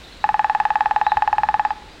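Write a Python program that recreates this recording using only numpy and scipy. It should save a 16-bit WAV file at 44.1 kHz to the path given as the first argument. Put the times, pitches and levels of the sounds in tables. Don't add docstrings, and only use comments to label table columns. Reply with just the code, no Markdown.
import sys
import numpy as np
from scipy import signal
from scipy.fft import rfft, irfft
from scipy.io import wavfile
from scipy.ndimage import uniform_filter1d

SR = 44100
rng = np.random.default_rng(int(sys.argv[2]) if len(sys.argv) > 2 else 0)


def unload_audio(sound):
    columns = np.transpose(np.atleast_2d(sound))
    steps = np.round(np.clip(columns, -1, 1) * 32767)
    wavfile.write(sys.argv[1], SR, steps.astype(np.int16))


N = 88200
T = np.arange(N) / SR

# frequency in Hz, level in dB.
NEAR_FOREST_COLOUR = [(500, -2), (850, -7.5), (1250, 9), (1750, 3.5), (2600, 1), (4000, 3), (8000, -10),
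                      (16000, -16)]
NEAR_T60_S, NEAR_BUILD_S = 0.37, 0.0055


def from_db(db):
    return 10 ** (np.asarray(db) / 20)


def colour(x, spectrum):
    hz, db = np.transpose(spectrum)
    bins_hz = np.maximum(np.fft.rfftfreq(N, 1 / SR), 1)
    gain = from_db(np.interp(np.log(bins_hz), np.log(hz), db))
    return irfft(rfft(x) * gain, N)


def noise(spectrum):
    hiss = colour(rng.standard_normal(N), spectrum)
    return hiss / hiss.std()


def clicks(times, db):
    out = np.zeros(N)
    positions = np.clip(np.round(times * SR).astype(int), 0, N - 1)
    out[positions] = from_db(db)
    return out


def ring(x, hz, t60):
    decay = from_db(-60 / (t60 * SR))
    step = 2 * np.pi * hz / SR
    feedback = [1, -2 * decay * np.cos(step), decay * decay]
    return signal.lfilter([0, np.sin(step)], feedback, x + 1e-18)


def dying(t60):
    return from_db(-60 * T / t60)


def reverberate(x, t60, build_s, spectrum):
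    build_up = 1 - np.exp(-T / build_s)
    tail = rng.standard_normal(N) * dying(t60) * build_up
    tail = colour(tail / np.linalg.norm(tail), spectrum)
    tail = tail[:N - SR // 2]
    return signal.fftconvolve(x, tail)[:N]


def air():
    # centre in seconds, width (standard deviation) in seconds, level in dB.
    thuds = [(.31, 0.049, -41.5), (1.17, 0.011, -32), (1.401, 0.054, -43.5), (1.52, 0.044, -45.5)]
    # frequency in Hz, relative level in dB per Hz.
    thud_colour = [(20, -29), (45, -1.5), (68, -9), (100, -10.5), (140, -13.5), (220, -17.5), (600, -65)]
    # frequency in Hz, relative level in dB per Hz.
    air_colour = [(20, -9), (40, -4.5), (60, 0.5), (95, -12), (200, -12), (400, -13.5), (1000, -18.5),
                  (2000, -19), (3000, -22.5), (3900, -20), (5000, -28.5), (6200, -33.5), (7800, -35),
                  (10000, -43), (12500, -51), (16000, -47)]
    # frequency in Hz, relative level in dB per Hz.
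    rustle_colour = [(500, -14.5), (2800, 0), (6000, -10), (11000, -21.5), (16000, -27)]
    air_db = -42.5
    rustle_db, rustle_t60_s = -51, 4.7

    swells = 0
    for centre, width, db in thuds:
        swells = swells + from_db(db) * np.exp(-.5 * ((T - centre) / width) ** 2)
    hush = from_db(air_db) * noise(air_colour)
    rustle = from_db(rustle_db) * dying(rustle_t60_s) * noise(rustle_colour)
    return hush + swells * noise(thud_colour) + rustle


def small_birds():
    # start in seconds, length in seconds, start, top (halfway) and
    # end pitch in Hz, typical wobble as a share of pitch, direct level in dB, level sent to the reverberation in dB.
    chirps = [(0.032, 0.022, 3600, 3880, 3720, 0.053, -43, -43.5),
              (0.118, 0.019, 3950, 4190, 3800, 0.042, -41.5, -45),
              (0.174, .05, 3700, 4155, 3870, 0.048, -54, -49),
              (1.043, .078, 3540, 4090, 3540, 0.0081, -40.5, -45),
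              (1.66, 0.063, 4500, 4860, 4940, 0.012, -54.5, -63),
              (1.766, 0.052, 4050, 4010, 4000, 0.013, -68, -57),
              (1.882, 0.052, 3800, 4080, 3700, 0.0086, -53, -67),
              (1.885, .075, 4450, 4900, 4750, 0.029, -55.5, -65),
              (1.985, 0.033, 3550, 3780, 3800, 0.0077, -57, -57)]
    fade_s = 0.0055

    direct, far = 0, 0
    waver = uniform_filter1d(rng.standard_normal(N), size=100)
    waver = waver / waver.std()
    for start, length, start_hz, top_hz, end_hz, wobble, direct_db, far_db in chirps:
        corners = [start, start + length / 2, start + length]
        hz = np.interp(T, corners, [start_hz, top_hz, end_hz])
        hz = hz * (1 + wobble * waver)
        nearest_end = np.minimum(T - start, start + length - T)
        envelope = np.clip(nearest_end / fade_s, 0, 1)
        whistle = envelope * np.sin(2 * np.pi * np.cumsum(hz) / SR)
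        direct = direct + from_db(direct_db) * whistle
        far = far + from_db(far_db) * whistle
    return direct + reverberate(far, NEAR_T60_S, NEAR_BUILD_S, NEAR_FOREST_COLOUR)


def drumming():
    # time in seconds, strength in dB, extra brightness in dB.
    blows = [(0.241, 1.1, 0.8), (0.2901, -0.6, 0.7), (0.3423, -0.3, -0.5), (0.3935, 0.8, 0.5),
             (0.4442, 0.5, 0.7), (0.4971, -0.4, 0.6), (0.549, -0.2, -0.5), (0.6006, -0.2, 0.8),
             (0.6524, -0.0, 0.7), (0.7041, -1.0, 0.2), (0.7558, -0.0, 0.7), (0.807, 0.7, 0.0),
             (0.858, 0.1, -0.3), (0.91, -0.0, -1.3), (0.9613, 0.7, -0.5), (1.0134, 0.1, -0.6),
             (1.0658, 0.9, 0.2), (1.1184, 0.4, -0.0), (1.1703, 0.5, 0.4), (1.2217, 0.1, 0.4),
             (1.276, -0.0, -0.6), (1.3284, 0.4, -0.9), (1.382, -0.4, -0.1), (1.4337, 0.3, 0.0),
             (1.4876, -0.2, 0.4), (1.5416, 0.3, 0.3), (1.5951, 0.3, 0.2), (1.65, -1.1, 0.3),
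             (1.7055, -4.1, -1.5)]
    # frequency in Hz, level in dB, time to fall 60 dB in seconds.
    branch = [(677, -28, .05), (726, -23.5, 0.036), (835.4, -7.5, 0.048), (1286, -24.5, 0.024),
              (1520, -52, 0.005), (1751, -13, 0.018), (2583, -22, 0.016), (3150, -29.5, 0.008),
              (3854, -39.5, 0.025), (4520, -42, 0.017), (5180, -41, .017), (6880, -52, 0.02)]
    # frequency in Hz, level in dB per Hz.
    crack_colour = [(500, -1.5), (1200, -6.5), (3500, 7), (5000, -8), (8000, -16), (16000, -35.5)]
    bright_from_hz, bright_full_hz = 1100, 1700
    mode_scatter_db = 0.14
    after_ring_hz, after_ring_db, after_ring_t60_s = 852.1, -17, 0.12
    crack_db, crack_t60_s = -36.5, .04
    low_cut_hz, low_cut_depth_db = 525, 20.5

    times, db, bright_db = np.transpose(blows)
    scatter = rng.standard_normal((len(times), len(branch)))
    wood = 0
    for k, (hz, mode_db, t60) in enumerate(branch):
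        upper = np.interp(hz, [bright_from_hz, bright_full_hz], [0, 1])
        extra_db = upper * (bright_db + mode_scatter_db * scatter[:, k])
        tone = ring(clicks(times, db + mode_db + extra_db), hz, t60)
        wood = wood - (-1) ** k * tone

    wood = wood - ring(clicks(times, db + after_ring_db), after_ring_hz, after_ring_t60_s)

    contact = signal.fftconvolve(clicks(times, db + bright_db + crack_db), dying(crack_t60_s))[:N]
    crack = colour(contact * rng.standard_normal(N), crack_colour)
    low_cut = signal.cheby2(4, low_cut_depth_db, low_cut_hz, "high", fs=SR, output="sos")
    return signal.sosfilt(low_cut, wood + crack)


def echoes(x):
    # delay in seconds, level in dB.
    reflections = [(.00485, -18), (.01036, -23.5), (.021, -26.5), (.0287, -29.5), (.0345, -28), (.114, -34),
                   (.171, -28)]
    total = 0
    for delay, db in reflections:
        total = total + from_db(db) * np.interp(T - delay, T, x, left=0)
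    return total


def forest(x):
    # frequency in Hz, level in dB.
    far_colour = [(500, -3.5), (850, 5.5), (1250, 3), (1750, -1), (3000, -7.5), (16000, -17)]
    near_db = -17
    far_db, far_t60_s, far_build_s = -24.5, 0.63, 0.041
    near = from_db(near_db) * reverberate(x, NEAR_T60_S, NEAR_BUILD_S, NEAR_FOREST_COLOUR)
    far = from_db(far_db) * reverberate(x, far_t60_s, far_build_s, far_colour)
    return near + far


def scene():
    roll = drumming()
    mix = roll + echoes(roll) + forest(roll) + small_birds() + air()
    return mix[None]


def record(dry):
    cutoff_hz = 15900
    low_pass = signal.ellip(10, .1, 90, cutoff_hz, fs=SR, output="sos")
    return signal.sosfilt(low_pass, dry)


dry = scene()
out = record(dry)
unload_audio(out)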